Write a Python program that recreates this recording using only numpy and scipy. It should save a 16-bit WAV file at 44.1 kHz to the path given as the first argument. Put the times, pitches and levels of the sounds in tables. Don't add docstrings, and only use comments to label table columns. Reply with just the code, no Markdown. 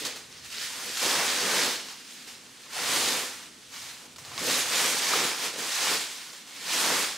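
import sys
import numpy as np
from scipy import signal
from scipy.fft import rfft, irfft, next_fast_len
from scipy.io import wavfile
from scipy.ndimage import uniform_filter1d, map_coordinates

SR = 44100
rng = np.random.default_rng(int(sys.argv[2]) if len(sys.argv) > 2 else 0)


def generate_wav(signal):
    frames = np.transpose(np.atleast_2d(signal))
    scaled = np.clip(frames, -1, 1) * 32767
    pcm = np.round(scaled).astype(np.int16)
    wavfile.write(sys.argv[1], SR, pcm)


def boost_factor(decibels):
    exponent = np.asarray(decibels, float) / 20
    return 10 ** exponent


N = 316197

# [t/s, film level before resonance/dB]
PULL_BOUTS = [
    [(0.0, -36), (0.048, -38.5), (0.06, -34.5), (0.144, -47), (0.16, -46.5), (0.294, -58), (0.3, -53)],
    [(0.34, -49.5), (0.38, -46.5), (0.416, -52), (0.448, -43.5), (0.496, -48), (0.5, -45)],
    [(0.52, -39.5), (0.64, -34.5), (0.748, -40), (0.964, -35.5), (0.972, -32.5), (1.0, -30)],
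    [(1.02, -30), (1.028, -27), (1.402, -30), (1.59, -27), (1.708, -30.5), (1.84, -46)],
    [(1.86, -44), (1.918, -43), (1.962, -50), (2.012, -48), (2.034, -53), (2.106, -46), (2.26, -49)],
    [(2.285, -43.5), (2.349, -49.5), (2.387, -53), (2.591, -53.5), (2.595, -51), (2.677, -49), (2.68, -52)],
    [(2.7, -46), (2.758, -35), (2.938, -27.5), (3.142, -30), (3.478, -50.5), (3.496, -57.5), (3.7, -53.5)],
    [(3.72, -47), (3.74, -42), (3.896, -43), (3.984, -50), (4.066, -48.5), (4.076, -59), (4.12, -54)],
    [(4.14, -55), (4.156, -64), (4.164, -49), (4.176, -64), (4.184, -52), (4.212, -52), (4.37, -42.5)],
    [(4.39, -36), (4.502, -27.5), (4.596, -28.5), (4.65, -34), (4.798, -26), (5.0, -31)],
    [(5.02, -30.5), (5.134, -27.5), (5.284, -29.5), (5.37, -37.5), (5.46, -30), (5.526, -43.5), (5.54, -39)],
    [(5.56, -42), (5.586, -36), (5.838, -28.5), (5.944, -28), (6.09, -41.5), (6.414, -48), (6.44, -54)],
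    [(6.46, -51), (6.478, -49), (6.624, -41), (6.734, -28), (6.94, -27.5), (7.022, -29), (7.17, -43.5)],
]
# [t/s, tick level/dB, pop level above tick/dB, pop f/Hz, burst level above tick/dB]
FOLD_SNAPS = [(0.0507, -14, -28, 1600, -11), (0.055, -18, -13, 1100, -14), (0.16, -24, -18, 1320, -10),
              (0.1705, -27, -20, 996, -25), (0.327, -26, -21, 1220, -26), (0.4476, -26, -14, 759, -13),
              (0.5834, -15, -19, 1550, -30), (0.6149, -18, -20, 1490, -14), (0.7032, -21, -10, 1010, -18),
              (0.9725, -12, -22, 1460, -21), (1.0283, -20.5, -1, 527, -20), (1.886, -21, -13, 1100, -26),
              (2.2765, -27, -10, 458, -12), (4.161, -27.5, -11, 1350, -15), (4.184, -28, -7, 1090, -10),
              (4.25, -24.5, -13, 1200, -15), (4.3165, -28, -3, 1060, -16), (4.379, -9.5, -17, 1120, -37),
              (4.3854, -20, -3, 1160, -25), (5.135, -16, 7.5, 1240, -22), (5.1578, -18.5, 5.5, 482, -7),
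              (5.56, -23, -2.5, 509, -16), (5.5886, -13.5, -12, 507, -15), (6.31, -37, -20, 1090, -23),
              (6.332, -23, -16, 1090, -18), (6.4742, -31, -11, 1360, -12)]
# [f/Hz, relative level per Hz/dB]
FILM_COLOUR = [(300, -74), (900, -18), (1500, -3.5), (2200, -2), (3500, 0), (5000, -0.5), (7000, -5),
               (9000, -10.5), (12000, -19.5)]
# [f/Hz, relative level per Hz/dB]
SHEET_COLOUR = [(150, -64), (450, -14), (700, -3.5), (1100, 0), (1600, -4), (2400, -4), (5000, -57)]
# [f/Hz, relative level per Hz/dB]
FIZZ_COLOUR = [(2000, -74), (6000, 1.5), (8500, 2), (10000, -1), (12000, -4), (14000, -9.5), (15000, -10),
               (15700, -24)]
# [f/Hz, width/Hz, lift/dB]
HOLLOW_MODES = [(131, 10.5, 3.5), (164, 7.9, 4.5), (187, 7.5, 5.5), (256, 24, 3), (323, 14, 0.5),
                (438, 16, 2.5), (496, 11.5, 6.5), (544, 10, 1), (784, 16, 1.5), (877, 22, 2),
                (1024, 11, 2.5), (1806, 65, 2)]
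# [f/Hz, relative level per Hz/dB]
RUMBLE_COLOUR = [(15, -30), (30, -18), (45, -13), (65, 3.5), (100, 4), (150, 3), (300, -47)]
# [f/Hz, side level minus mid level/dB]
SIDE_LEVEL = [(60, -39), (180, -59), (350, -30), (700, -17.5), (1400, -13.5), (2800, -11), (5600, -9),
              (10000, -7.5), (15000, -7)]
# [f/Hz, left level minus right level/dB]
MIC_BALANCE = [(200, 0), (500, -.4), (1500, -.7), (5000, -1.3), (9000, -.9), (14000, 0)]
# [f/Hz, time to fall 60 dB/s]
WALL_DECAY = [(200, 0.45), (2000, 0.67), (6000, 0.58), (14000, .15)]
# [t/s, level/dB]
RUMBLE_LEVEL = [(0, -63.5), (.35, -66.5), (.7, -68.5), (1.06, -70), (1.26, -58), (1.45, -68), (2.15, -81.5),
                (2.56, -68), (3.05, -66), (3.55, -76), (4.0, -68), (4.25, -65), (4.7, -68), (5.35, -78),
                (6.2, -72), (6.5, -78), (7.17, -65)]
# [f/Hz, relative level per Hz/dB]
AIR_COLOUR = [(60, -27), (120, -12), (250, -1), (400, -6.5), (900, -21), (3000, -10), (9000, -13),
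              (16000, -38)]
# [f/Hz, relative level per Hz/dB]
FLAP_COLOUR = [(25, -60), (70, -40), (120, -11), (170, -7.5), (240, -1.5), (400, 1), (560, 0.5),
               (800, -12.5), (2000, -65)]
# [f/Hz, relative level per Hz/dB]
MIC_NOISE_COLOUR = [(40, -27), (120, -11), (300, -1), (700, 1), (1200, -1), (4000, -9), (15000, -22)]
# [t/s, padded sheet level/dB, slack flap level/dB]
LOWER_LAYERS = [(0, -7, 4), (.08, 2, 8.5), (.25, 5, 12), (.36, 2, 3), (.5, -4, 3), (.66, -13, -11),
                (.76, 2.5, -5), (.88, -0.5, 4.5), (.99, -5, -10), (1.035, 3, 4), (1.3, 2, 2.5),
                (1.58, 3.5, 5), (1.86, -3.5, 1), (1.93, 3, -13), (2.08, -7, -9), (2.45, 4, 5),
                (2.77, 3, -1), (2.88, 2.5, 3.5), (3.3, -0.5, 4), (3.48, 3, -16), (3.78, 0.5, -19),
                (4.05, 5, 9), (4.25, 4, 2), (4.39, 5.5, 7), (4.47, 0, 0), (4.85, -0.5, 3), (5.1, 0.5, 1),
                (5.14, 3, 6.5), (5.3, -1, 1), (5.6, 3.5, 7), (5.74, 0, -5), (5.92, 1.5, 3.5),
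                (6.1, -3.5, -2), (6.5, 3, 0), (6.74, 0, 0), (6.93, 3.5, 4), (7.17, -0.5, -1)]
# [t/s, level/dB]
FIZZ_LEVEL = [(0, -10), (.12, -13), (.3, -3), (.36, -26), (.43, -16), (.48, -5), (.56, -15), (.75, -6),
              (1.0, -7), (2.3, -9), (3.1, -5.5), (3.6, -8), (4.3, -7), (4.385, -9), (4.5, -4.5),
              (5.3, -7.5), (7.17, -6.5)]
# [t/s, length/s, f/Hz, peak level/dB]
HOLLOW_NOTES = [(0.828, 0.092, 490, -50)]

HARD_DB = -24
SHEET_DB, SHEET_GROWS, SHEET_WAVER_DB = -7.5, 0.18, 1.12
FLAP_DB, FLAP_GROWS, FLAP_WAVER_DB = -15.5, 0.23, 1.5
TICK_HZ, TICK_SCATTER = 4540, 0.13
RUMBLE_WAVER_DB = 3.5
TOP_HZ = 15740


def unit(x):
    return x / np.sqrt(np.mean(x ** 2) + 1e-20)


def along(points, hz):
    f, v = np.transpose(points)
    return np.interp(np.log(hz + 1), np.log(f + 1), v)


def curves(rows):
    s, *columns = np.transpose(rows)
    return np.array([np.interp(np.arange(N) / SR, s, c) for c in columns])


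def wobble(rate):
    knots = rng.standard_normal(int(N * rate / SR) + 4)
    return map_coordinates(knots, [np.arange(N) * rate / SR])


def filtered(x, response):
    m = next_fast_len(N + SR // 4)
    return irfft(rfft(x, m) * response(np.fft.rfftfreq(m, 1 / SR)), m)[..., :N]


def coloured(x, points):
    return filtered(x, lambda hz: boost_factor(along(points, hz)))


def spread(pair):
    side = coloured(pair[1], SIDE_LEVEL)
    return np.array([pair[0] + side, pair[0] - side])


def spread_short(pair):
    return pair[0] + 0.23 * np.array([pair[1], -pair[1]])


def creases(spectrum, size_db, clump_db, patchy_db):
    tail = np.minimum(rng.exponential(size=N), 4.6)
    clumps = wobble(35) + wobble(140)
    size = boost_factor(size_db * tail + clump_db * clumps)
    z = signal.stft(size * rng.standard_normal((2, N)), nperseg=256)[2]
    field = uniform_filter1d(rng.standard_normal(z.shape[1:]), size=5, axis=0)
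    field = uniform_filter1d(field, size=8, axis=1)
    pair = signal.istft(z * boost_factor(patchy_db * unit(field)), nperseg=256)[1][:, :N]
    return unit(spread(coloured(pair, spectrum)))


def thin_film():
    return creases(FILM_COLOUR, size_db=3.0, clump_db=0.47, patchy_db=1.0)


def padded_sheet(effort_db, sheet_level_db):
    total_db = SHEET_DB + SHEET_GROWS * effort_db + sheet_level_db + SHEET_WAVER_DB * wobble(9)
    return boost_factor(total_db) * creases(SHEET_COLOUR, size_db=3.5, clump_db=0.54, patchy_db=1.0)


def slack_flap(effort_db, flap_level_db):
    total_db = FLAP_DB + FLAP_GROWS * effort_db + flap_level_db + FLAP_WAVER_DB * wobble(8)
    return boost_factor(total_db) * creases(FLAP_COLOUR, size_db=2.0, clump_db=1.0, patchy_db=1.45)


def top_fizz():
    fizz = creases(FIZZ_COLOUR, size_db=3.0, clump_db=0.75, patchy_db=-1.5)
    return boost_factor(curves(FIZZ_LEVEL)[0]) * fizz


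def wrap():
    film_db = curves(np.concatenate(PULL_BOUTS))[0]
    sheet_level_db, flap_level_db = curves(LOWER_LAYERS)
    effort_db = film_db - HARD_DB
    lower = padded_sheet(effort_db, sheet_level_db) + slack_flap(effort_db, flap_level_db)
    return boost_factor(film_db) * (thin_film() + lower + top_fizz())


def hollow(x):
    def response(f):
        total = 1
        for centre, width, db in HOLLOW_MODES:
            band = 1j * f * width
            total = total + (boost_factor(db) - 1) * band / (centre * centre - f * f + band)
        return total
    return filtered(x, response)


def hum():
    low = unit(spread(coloured(rng.standard_normal((2, N)), RUMBLE_COLOUR)))
    air = unit(spread(coloured(rng.standard_normal((2, N)), AIR_COLOUR)))
    low_db = curves(RUMBLE_LEVEL) + RUMBLE_WAVER_DB * wobble(5.18)
    air_db = -54.5 + 1.3 * wobble(2.54)
    return boost_factor(low_db) * low + boost_factor(air_db) * air


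def mic_noise():
    return boost_factor(-62) * unit(coloured(rng.standard_normal((2, N)), MIC_NOISE_COLOUR))


def walls(x):
    hz, t, z = signal.stft(x.mean(0), SR, nperseg=256)
    keep = boost_factor(-120 * (t[1] - t[0]) / along(WALL_DECAY, hz))
    power = [signal.lfilter([0, 0, 1 - k], [1, -k], p) for k, p in zip(keep, abs(z) ** 2)]
    noise = signal.stft(rng.standard_normal((2, N)), SR, nperseg=256)[2]
    noise = noise / np.sqrt(np.mean(abs(noise) ** 2))
    tail = signal.istft(noise * np.sqrt(np.array(power)), SR, nperseg=256)[1]
    return spread(tail[:, :N])


def snaps():
    out = np.zeros((2, N + SR))
    t = np.arange(SR // 8) / SR
    for s, db, pop_db, pop_hz, burst_db in FOLD_SNAPS:
        hz = TICK_HZ * np.exp(TICK_SCATTER * rng.standard_normal())
        tick = boost_factor(-8 * t * hz) * np.sin(2 * np.pi * hz * t)
        pop_swell = 1 - np.exp(-t / 0.00073)
        pop = boost_factor(pop_db - 60 * t / 0.023) * pop_swell * np.sin(2 * np.pi * pop_hz * t)
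        burst = boost_factor(burst_db - 60 * t / 0.16) * rng.standard_normal((2, len(t)))
        start = round(s * SR)
        out[:, start:start + len(t)] += boost_factor(db) * (tick + pop + spread_short(burst))
    return coloured(out[:, :N], [(100, -26), (400, -7.0), (7000, -1.0), (15000, -16)])


def notes():
    t = np.arange(N) / SR
    out = 0
    for s, length, hz, db in HOLLOW_NOTES:
        swell = np.sin(np.pi * np.clip((t - s) / length, 0, 1))
        out = out + boost_factor(db) * swell * np.sin(2 * np.pi * hz * t + 0.55 * wobble(30.2))
    return out


def scene():
    plastic = wrap() + snaps() + notes()
    echo = coloured(walls(plastic), [(60, -40), (130, -17), (260, 0.5)])
    return hollow(plastic + boost_factor(-6.5) * echo + hum()) + mic_noise()


def roll_off(x):
    return signal.sosfilt(signal.butter(12, 16440, fs=SR, output="sos"), x)


def record(dry):
    def response(hz):
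        balance_db = np.outer([.5, -.5], along(MIC_BALANCE, hz))
        return boost_factor(balance_db) * (hz < TOP_HZ)
    mix = filtered(dry, response)
    return roll_off(mix)


dry = scene()
out = record(dry)
generate_wav(out)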